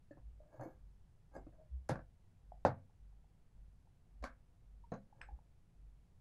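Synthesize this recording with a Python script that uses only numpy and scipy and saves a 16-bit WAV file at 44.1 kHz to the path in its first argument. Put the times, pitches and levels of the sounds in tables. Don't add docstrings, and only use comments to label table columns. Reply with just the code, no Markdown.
import sys
import numpy as np
from scipy import signal
from scipy.fft import rfft, irfft
from scipy.io import wavfile
from scipy.ndimage import uniform_filter1d

SR = 44100
rng = np.random.default_rng(int(sys.argv[2]) if len(sys.argv) > 2 else 0)


def dump(signal):
    limited = np.clip(np.atleast_2d(signal).T, -1, 1)
    pcm = np.round(limited * 32767).astype(np.int16)
    wavfile.write(sys.argv[1], SR, pcm)


N = 273463

# (f/Hz, level/dB)
RUMBLE_COLOUR = [(15, -1), (30, -3.5), (55, -9.5), (85, -6.5), (165, -13), (230, -23), (310, -28.5),
                 (500, -31.5), (900, -60)]
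# (f/Hz, level/dB)
HISS_COLOUR = [(100, -1.5), (400, 6.5), (700, 18), (1100, 11), (2000, 7), (4000, 1.5), (8000, -1.5),
               (11500, -3.5), (12800, -22.5), (16000, -24.5)]
# (f/Hz, t60/s)
ROOM_T60 = [(100, 0.44), (300, 0.21), (1000, 0.18), (2000, 0.22), (5000, 0.11), (12000, 0.13)]
# (delay/s, level/dB)
ECHOES = [(.0032, -7.5), (.0085, -21), (0.0179, -8), (0.026, -14), (.033, -21)]
# (t/s, level/dB, f/Hz, rise/cycles)
PANEL_TONES = [(.108, -51.5, 576, 2.8), (.109, -50.5, 297, 1.22), (.402, -56, 600, 2.1),
               (.535, -57, 626, 5.5), (1.595, -59.5, 629, 6.4), (2.5198, -45, 725, 1.38),
               (2.653, -23.5, 526, 1.55), (2.897, -70, 810, 1.1), (3.127, -73, 752, 1.4),
               (3.243, -70, 802, 1.4), (3.872, -69.5, 861, 1.6), (4.238, -46.5, 255, 1.23),
               (4.24, -52, 550, 3.9), (4.2402, -47.5, 2210, 3.35), (4.838, -59.5, 938, 4.9),
               (5.126, -58.5, 833, 2.45), (5.211, -52.5, 900, 0.85), (5.215, -39.5, 1660, 1.2),
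               (5.287, -52, 836, 2.5), (5.308, -58.5, 805, 2.4), (5.389, -60.5, 860, 1.13)]
# (t/s, level/dB, hardness/dB per octave, low cut/Hz, struck wall f/Hz, seating time/s)
KNOCKS = [(.111, -67, -6, 90, 1690, 0.007), (.17, -64.5, -4.5, 90, 950, .002),
          (.596, -49.5, -5, 330, 850, 0.00058), (.623, -49.5, -5, 180, 1770, 0.0015),
          (.657, -54, -6.5, 79.5, 340, 0.0014), (1.3641, -47.5, -3.5, 178, 750, 0.00082),
          (1.467, -58, -3.5, 70, 306, 0.00087), (1.525, -78, 3, 303, 656, .0007),
          (1.957, -47, 0, 330, 1530, 0.0004), (1.991, -52.5, -2.5, 199, 1580, 0.00061),
          (4.2254, -57, 3, 180, 550, 0.0036)]
# (f/Hz, level/dB)
CONTACT_COLOUR = [(40, -32.5), (110, -9.5), (300, -8), (385, -14.5), (540, -1.5), (900, -11.5),
                  (1250, -12.5), (1700, -17), (2000, -26), (2400, -28), (3000, -35.5), (4700, -30),
                  (7000, -41), (8200, -50), (10500, -53), (16000, -77)]
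# (f/Hz, level/dB, t60/s)
SHELL_MODES = [(95.8, -10.5, 0.744), (129.2, -3, 0.402), (139.46, -10, .3), (172, -13.5, 0.18),
               (209.7, -13, 0.37), (253.8, -9, 0.48), (324.2, 2.5, 0.15), (440, -7.5, 0.1433),
               (497.3, -5, 0.28), (526, -1, 0.31), (676, -5, 0.36), (760, 1.5, 0.13), (753, -15, 0.12),
               (856, -10.5, 0.2), (839, -19.5, 0.201), (1070, -4.5, 0.11), (1151.5, -20.5, 0.34),
               (1495, -22, .17), (1586, -12, 0.21), (1852, -29.5, 0.047), (2096, -17.5, 0.12),
               (2560, -18.5, 0.0515)]
# (low f/Hz, high f/Hz)
BLOW_BANDS = [(80, 300), (300, 1100), (1100, 2000), (2000, 3200), (3200, 8000), (8000, 15000)]
BLOW_BALANCE = [0.5, -2, -10.5, -21.5, -24, -38.5]
# (t/s, level/dB, f/Hz)
PINGS = [(.111, -58, 1720), (.112, -79.5, 4450), (.623, -84, 4360), (1.3641, -68, 4920),
         (1.89, -54.5, 6320), (1.8966, -67, 3950), (2.651, -60.5, 4362), (4.239, -60, 4530),
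         (4.9176, -64.5, 4050), (4.938, -63.5, 4070), (5.2145, -61, 5170)]
# (t/s, level/dB, f/Hz, swell and decay/s)
BUMPS = [(0.292, -47.5, 54.6, 0.046), (0.608, -46, 121.6, 0.017), (1.752, -38.5, 63.7, 0.035),
         (4.226, -44, 59, 0.021), (5.341, -44.5, 59.3, 0.019)]
# (peak t/s, level/dB, swell/s, release/s, panel drone/dB)
RUBS = [(.42, -76.5, .012, 0.042, 11), (.55, -61.5, 0.028, 0.022, -7), (.612, -50.5, 0.029, 0.042, -12),
        (.655, -56, 0.022, 0.0068, -4), (1.36, -51, .016, .016, -15), (1.527, -78.5, 0.0046, 0.081, 2),
        (1.61, -79.5, 0.024, .02, 14.5), (5.2, -70, 0.057, 0.094, -21)]
# (f/Hz, level/dB)
RUB_COLOUR = [(80, -34.5), (200, -9), (300, 3.5), (800, 5), (1150, -5), (1750, -14), (2500, -43),
              (3800, -50.5), (7000, -26.5), (13000, -62)]
# (f/Hz, level/dB, t60/s)
RIB_MODES = [(1568, 14, 0.13), (1672, 16.5, 0.09), (2203, 2, 0.24), (4470, -2, 0.092), (5130, -4.5, 0.054),
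             (6100, 2.5, 0.054), (6700, -1.5, 0.14), (7160, -4, 0.042), (10050, 0, 0.055),
             (12140, -8, 0.25)]
# (f/Hz, level/dB, t60/s)
PANEL_MODE = [(623, 0, 0.079)]
# (t/s, level/dB, hardness/dB per octave, low cut/Hz, clean attack/dB,
# chatter/s, hand damping/s, struck wall f/Hz, wall swing level/dB, swing rise/cycles)
SNAPS = [(1.89, -59, 9, 2500, 10.5, 0.0066, .23, 1500, -42.5, 2),
         (1.8942, -33, -0.16, 129, -4, 0.0013, 0.12, 826, -29, 0.88),
         (2.6504, -28.5, 0.22, 159, -6.5, 0.0022, 0.19, 793, -15, 0.6),
         (4.239, -44, 3.5, 336, -3, 0.0027, 0.22, 1110, -42.5, 2.3),
         (4.9193, -40.5, -4, 60, -3, 0.0063, 0.11, 505, -43.5, 1.3),
         (4.937, -47, -1, 150, 12, .0059, 0.19, 205, -43.5, 0.93),
         (5.2147, -35.5, -3.5, 1650, 7, 0.0011, 0.15, 2480, -44.5, 1.3)]

AGE = np.arange(SR // 2) / SR
CATCH_SEAT_S = .001


def amp(db):
    return 10 ** (np.asarray(db) / 20)


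def unit(x):
    return x / np.sqrt(np.sum(x ** 2) + 1e-30)


def curve_at(points, hz):
    f, value = np.transpose(points)
    return np.interp(np.log(hz + 1), np.log(f), value)


def add(mix, s, sound):
    part = mix[max(round(s * SR), 0):][:len(sound)]
    part += sound[:len(part)]


def colour(x, points, size=4096):
    log_gain = np.log(amp(curve_at(points, abs(np.fft.fftfreq(size, 1 / SR)))))
    response = np.exp(np.conj(signal.hilbert(log_gain)))
    impulse = np.fft.ifft(response).real
    return signal.fftconvolve(x, impulse[:size // 2])[:len(x)]


def noise(points):
    gain = amp(curve_at(points, np.fft.rfftfreq(N, 1 / SR)))
    return unit(irfft(rfft(rng.standard_normal(N)) * gain, N)) * np.sqrt(N)


def rumble_and_hiss(rumble_db=-65, hiss_db=-85):
    return amp(rumble_db) * noise(RUMBLE_COLOUR) + amp(hiss_db) * noise(HISS_COLOUR)


def room_tail(build_s=.011):
    hz, t, spectrum = signal.stft(rng.standard_normal(len(AGE)), SR, nperseg=256)
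    decay = amp(-60 * t / curve_at(ROOM_T60, hz)[:, None])
    tail = signal.istft(spectrum * decay, SR, nperseg=256)[1][:len(AGE)]
    return unit(tail * (1 - np.exp(-AGE / build_s)))


def near_path(smear_s=.00024):
    path = signal.unit_impulse(len(AGE))
    dull = np.exp(-AGE / smear_s)
    for s, db in ECHOES:
        add(path, s, amp(db) * dull / dull.sum())
    return path


def panel_swing(db, hz, rise_cycles, wet_db):
    rise = AGE * hz / rise_cycles
    mode = amp(db) * rise * np.exp(1 - rise) * np.sin(2 * np.pi * hz * AGE)
    return mode + amp(wet_db) * signal.fftconvolve(mode, room_tail())[:len(AGE)]


def panel_tones():
    out = np.zeros(N)
    for s, db, hz, rise_cycles in PANEL_TONES:
        add(out, s, panel_swing(db, hz, rise_cycles, wet_db=-13))
    return out


def ring(modes, detune=.012):
    hz, db, t60 = np.transpose(modes)[:, :, None]
    hz = hz * (1 + detune * rng.standard_normal(hz.shape))
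    polarity = (-1) ** np.arange(len(hz))[:, None]
    return (polarity * amp(db - 60 * AGE / t60) * np.sin(2 * np.pi * hz * AGE)).sum(0)


def seating(seat_s):
    return 1 - np.exp(-AGE / seat_s)


def peak_db(x, band):
    part = signal.sosfilt(signal.butter(4, band, "band", fs=SR, output="sos"), x)
    return 10 * np.log10(uniform_filter1d(part ** 2, 128).max() + 1e-30)


def voice_blow(hit, db, hardness, low_cut_hz):
    centres = np.sqrt(np.prod(BLOW_BANDS, axis=1))
    octaves_up = np.maximum(np.log2(centres / centres[1]), 0)
    bass_loss_db = 10 * np.log10(1 + (low_cut_hz / centres) ** 6)
    levels = db + np.array(BLOW_BALANCE) + hardness * octaves_up - bass_loss_db
    for _ in range(2):
        gains = [level - peak_db(hit, band) for level, band in zip(levels, BLOW_BANDS)]
        hit = colour(hit, list(zip(centres, gains)))
    return hit


def blow(db, hardness, low_cut_hz, wall_hz, seat_s, attack_db, chatter_s, damping_s, wall_db):
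    chatter = unit(rng.standard_normal(len(AGE)) * np.exp(-AGE / chatter_s))
    contact = amp(attack_db) * near_path() + amp(-2) * chatter + amp(-5) * room_tail()
    shell = amp(-5) * unit(ring(SHELL_MODES))
    grip = np.exp(-AGE / damping_s)
    hit = seating(seat_s) * (unit(colour(contact, CONTACT_COLOUR)) + shell) * grip
    hit = voice_blow(hit, db, hardness, low_cut_hz)
    wall = signal.lfilter(*signal.iirpeak(wall_hz, Q=4, fs=SR), hit)
    return hit + (amp(wall_db) - 1) * wall


def knocks():
    out = np.zeros(N)
    for s, db, hardness, low_cut_hz, wall_hz, seat_s in KNOCKS:
        add(out, s, blow(db, hardness, low_cut_hz, wall_hz, seat_s,
                         attack_db=1, chatter_s=.0021, damping_s=.056, wall_db=11))
    return out


def pings(t60_s=.0367, wet_db=-5, mellow_below_hz=3300):
    out = np.zeros(N)
    for s, db, hz in PINGS:
        mellow_db = -10 * np.log10(1 + (mellow_below_hz / hz) ** 8)
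        modes = [(hz, 0, t60_s), (1.52 * hz, mellow_db - 3, t60_s), (1.64 * hz, mellow_db - 5, t60_s)]
        ping = seating(CATCH_SEAT_S) * ring(modes, detune=.004)
        room = near_path() + amp(wet_db) * room_tail()
        add(out, s, amp(db) * signal.fftconvolve(ping, room)[:len(AGE)])
    return out


def deep_tone(s, db, hz, rise_s, decay_s):
    t = np.arange(N) / SR - s
    envelope = np.exp(-np.where(t < 0, (t / rise_s) ** 2, np.hypot(t / decay_s, .5) - .5))
    return amp(db) * envelope * np.cos(2 * np.pi * (hz * t + rng.random()))


def table_bumps():
    return sum(deep_tone(s, db, hz, fade_s, fade_s) for s, db, hz, fade_s in BUMPS)


def throbs(first_s=.295, every_s=.555):
    beats = np.arange(first_s, N / SR, every_s)
    return sum(deep_tone(s, db=-54, hz=48.6, rise_s=.08, decay_s=.1) for s in beats)


def rubs(slips_per_s=400, size_spread_db=4, ribs_db=-13):
    out = np.zeros(N)
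    for s, db, swell_s, release_s, panel_db in RUBS:
        t = np.arange(-4 * swell_s, 4 * release_s, 1 / SR)
        pressure = amp(db) * np.exp(np.minimum(t / swell_s, -t / release_s))
        slipping = rng.random(len(t)) < slips_per_s / SR
        sizes = amp(size_spread_db * rng.standard_normal(len(t))) * rng.choice([-1, 1], len(t))
        friction = unit(slipping * sizes) * np.sqrt(len(t)) * pressure
        scuff = unit(colour(near_path() + amp(-2.5) * room_tail(), RUB_COLOUR))
        shell = unit(colour(ring(SHELL_MODES), RUB_COLOUR))
        ribs = amp(ribs_db) * unit(ring(RIB_MODES))
        panel = amp(panel_db) * unit(ring(PANEL_MODE))
        add(out, s + t[0], signal.fftconvolve(friction, unit(scuff + shell) + ribs + panel))
    return out


def catch_snaps():
    out = np.zeros(N)
    for s, db, hardness, low_cut_hz, attack_db, chatter_s, damping_s, wall_hz, swing_db, cycles in SNAPS:
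        add(out, s, blow(db, hardness, low_cut_hz, wall_hz, CATCH_SEAT_S,
                         attack_db, chatter_s, damping_s, wall_db=.5))
        add(out, s, panel_swing(swing_db, wall_hz, cycles, wet_db=-11))
    return out


def scene():
    bed = rumble_and_hiss() + throbs()
    return (bed + table_bumps() + catch_snaps() + knocks() + pings() + panel_tones() + rubs())[None]


def record(dry, cutoff_hz=15800):
    low_pass = signal.firwin(511, cutoff_hz, window=("kaiser", 9), fs=SR)
    return signal.oaconvolve(dry, low_pass[None], "same")


dry = scene()
out = record(dry)
dump(out)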